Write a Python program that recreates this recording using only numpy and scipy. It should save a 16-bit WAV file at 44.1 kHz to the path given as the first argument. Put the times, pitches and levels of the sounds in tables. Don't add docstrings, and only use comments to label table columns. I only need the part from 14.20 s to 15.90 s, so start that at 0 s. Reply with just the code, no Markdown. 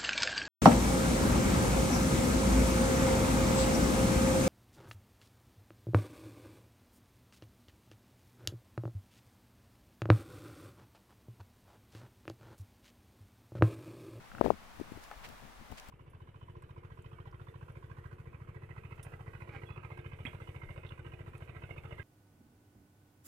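import sys
import numpy as np
from scipy import signal
from scipy.fft import rfft, irfft
from scipy.io import wavfile

SR = 44100
rng = np.random.default_rng(int(sys.argv[2]) if len(sys.argv) > 2 else 0)


def put_to_file(sound):
    columns = np.atleast_2d(sound).T
    safe = np.clip(columns, -1, 1)
    whole_steps = np.round(safe * 32767)
    wavfile.write(sys.argv[1], SR, whole_steps.astype(np.int16))


N = 74970
T = np.arange(N) / SR

# frequency in Hz, relative level in dB.
VALLEY_TONE = [(25, 13), (60, 8), (130, -15), (220, -3.5), (380, -4.5), (800, 2.5), (1100, 2), (2000, -3.5),
               (4000, -11), (8000, -17.5), (15000, -21.5)]
# time in seconds, added level in dB.
VALLEY_SWELL = [(0, 0), (.5, 1), (.9, 1.94), (1.1, 2.4), (1.4, 0), (1.7, 2)]
# pitch in Hz, relative level in dB, fade time in seconds.
STONE_NOTES = [(832, 3, 0.073), (1290, -5, .035), (1760, 2, 0.025), (2180, -22, 0.085)]
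# middle in seconds, level in dB, half length in seconds, brightness in Hz.
GRIT_SCUFFS = [(.84, -60.5, 0.013, 6000), (1.053, -48.5, 0.011, 2120), (1.582, -50, 0.0065, 4000),
               (1.599, -47, 0.0017, 4900)]
# multiple of its brightness, relative level in dB.
GRIT_TONE = [(.06, -24), (.3, 3), (1, 2), (2, -6.5), (4, -17.5), (8, -20)]
# start in seconds, level in dB.
WIND_TICKS = [(0.564, -52), (.600, -50), (.720, -53), (.773, -61), (.838, -52), (1.088, -47), (1.516, -49),
              (1.524, -51), (1.686, -47.5)]
# time in seconds, level in dB.
GUST_LEVELS = [(0, -54.5), (.09, -61.5), (.15, -48.5), (.2, -46.5), (.228, -45), (.25, -33), (.315, -42.5),
               (.37, -57.5), (.53, -58.5), (.6, -49.5), (.65, -54), (.77, -49), (.83, -65), (1.04, -58),
               (1.1, -47.5), (1.17, -63), (1.24, -48), (1.34, -62.5), (1.41, -52), (1.48, -63.5),
               (1.52, -39), (1.56, -59), (1.66, -65.5), (1.7, -48.5)]
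# frequency in Hz, relative level in dB.
RUMBLE_TONE = [(20, -0.5), (60, -0.5), (140, -3.5), (220, -2), (400, -15.5), (800, -19), (2000, -61)]
CHURN_TONE = [(20, -7), (150, 2), (350, -13.5), (700, -4.5), (1300, -20), (2500, -27), (6000, -52)]
CRACKLE_TONE = [(300, -28), (1800, 6), (3500, -5), (7000, -12.5), (15000, -17.5)]
# middle in seconds, level in dB, pitch in Hz,
# ringing (1 is a dull thump, 10 a hollow knock).
EDDY_HITS = [(0.1952, -35.5, 218, 4.6), (0.2123, -3, 416, 1.68), (0.2155, -16.5, 454, 1.8),
             (.2260, -29, 500, 23), (0.2445, -16.5, 340, 1.7), (0.249, -22, 460, 6.5),
             (0.2577, -15.5, 232, 3.7), (.2621, -10, 523, 4.3), (0.2727, -20, 443, 3.9),
             (0.2828, -18.5, 340, 6.1), (0.3046, -3, 580, 4.26), (0.3094, -18.5, 362, 2.9),
             (0.319, -30, 330, 6), (.3360, -34.5, 230, 4.6), (0.5997, -28, 220, 0.92),
             (0.6145, -25, 315, 17), (.7210, -28.5, 203, 2.2), (0.765, -41.5, 69, 5.1),
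             (0.7747, -33.5, 277, 6.4), (0.976, -42.5, 42, 6), (1.521, -34, 65, 2), (1.5238, -29, 474, 1.7),
             (1.687, -43, 50, 3.7)]
# pitch in Hz, relative level in dB,
# fade time in seconds.
THROAT_NOTES = [(860, 0, 0.01), (1370, 1.5, 0.014), (1515, -3.5, 0.011), (2640, -11, 0.012)]
# start in seconds, strength in dB.
RATTLE_PULSES = [(0.1165, -38), (0.1497, -36), (0.1829, -36), (0.2157, -49), (0.255, -45)]


def gain(db):
    return 10 ** (np.asarray(db) / 20)


def curve(rows):
    return np.interp(T, *np.array(rows).T)


def pan(db):
    return gain(np.array([[db], [-db]]) / 2)


def noise(tone):
    hz, db = np.array(tone).T
    frequencies = np.maximum(np.fft.rfftfreq(N, 1 / SR), 1)
    shape = gain(np.interp(np.log(frequencies), np.log(hz), db))
    shaped = irfft(rfft(rng.standard_normal(N)) * shape, N)
    return shaped / shaped.std()


def fade(start, fade_s):
    return (T >= start) * np.exp(-np.log(1000) * np.maximum(T - start, 0) / fade_s)


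def ring(start, notes):
    return sum(gain(db) * fade(start, fade_s) * np.sin(2 * np.pi * hz * (T - start))
               for hz, db, fade_s in notes)


def lowpass(sound, hz, order):
    return signal.sosfilt(signal.butter(order, hz, fs=SR, output="sos"), sound)


def grains(db):
    return gain(db * np.repeat(rng.uniform(-1, 1, N), 32)[:N])


def valley():
    shared = 0.13
    middle = np.sqrt(shared) * noise(VALLEY_TONE)
    sides = np.sqrt(1 - shared) * np.array([noise(VALLEY_TONE), noise(VALLEY_TONE)])
    return pan(1.5) * gain(-55.5 + curve(VALLEY_SWELL)) * (middle + sides)


def stone_clink(start=0.9135):
    contact_noise = noise([(200, -6), (800, 19), (2000, 4.5), (4000, -10), (15000, -51)])
    click = gain(-35.5) * fade(start, fade_s=0.0075)
    crack = gain(-49) * fade(start, fade_s=0.13)
    return pan(7) * (gain(-46) * ring(start, STONE_NOTES) + (click + crack) * contact_noise)


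def grit():
    sound = np.zeros((2, N))
    for middle, db, half_length, hz in GRIT_SCUFFS:
        tone = [(hz * multiple, level) for multiple, level in GRIT_TONE]
        burst = gain(db) * np.exp(-.5 * ((T - middle) / half_length) ** 2)
        sound += burst * np.array([noise(tone), noise(tone)])
    return sound


def wind_ticks():
    ticks = sum(gain(db) * fade(start, fade_s=0.015) for start, db in WIND_TICKS)
    return np.array([ticks * rng.standard_normal(N), np.zeros(N)])


def eddies():
    push, crackle_level = np.zeros(N), np.zeros(N)
    for middle, db, hz, ringing in EDDY_HITS:
        age = T - middle
        push += gain(db) * np.real((1 - 2j * np.pi * hz * age / ringing) ** -(ringing + 1))
        crackle_level += gain(db / 2 - 41) * np.exp(-np.abs(age) / 0.0023)
    return lowpass(push, hz=1470, order=4) + crackle_level * noise(CRACKLE_TONE)


def wind():
    gust_db = curve(GUST_LEVELS)
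    strong_gust_db, growth = -28.5, 1.38
    churn_level = gain(-30 + growth * (gust_db - strong_gust_db))
    churn = noise(CHURN_TONE)
    crackle = gain(-13) * grains(10) * noise(CRACKLE_TONE)
    rumble = gain(gust_db) * noise(RUMBLE_TONE)
    left = rumble + churn_level * (churn + crackle) + eddies()
    leak = gain(-16.5) * lowpass(left, hz=168, order=1)
    right = leak + gain(gust_db - 20) * noise(RUMBLE_TONE)
    return np.array([left, right])


def ptarmigan(rise_s=0.00067):
    rattle = np.zeros(N)
    for start, db in RATTLE_PULSES:
        soft_edge = 1 - np.exp(-np.maximum(T - start, 0) / rise_s)
        rattle += gain(db) * ring(start, THROAT_NOTES) * soft_edge
    rocks = rng.standard_normal((2, N)) * fade(0, fade_s=0.048)
    rocks /= np.sqrt((rocks ** 2).sum(axis=1, keepdims=True))
    echo = signal.fftconvolve(rattle[None], rocks, axes=1)[:, :N]
    return pan(1) * (rattle + gain(-6) * echo)


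def scene():
    return ptarmigan() + wind() + stone_clink() + (wind_ticks() + grit()) * grains(5.5) + valley()


def record(dry):
    top_hz = 15850
    return signal.sosfilt(signal.ellip(10, .1, 60, top_hz, fs=SR, output="sos"), dry)


dry = scene()
out = record(dry)
put_to_file(out)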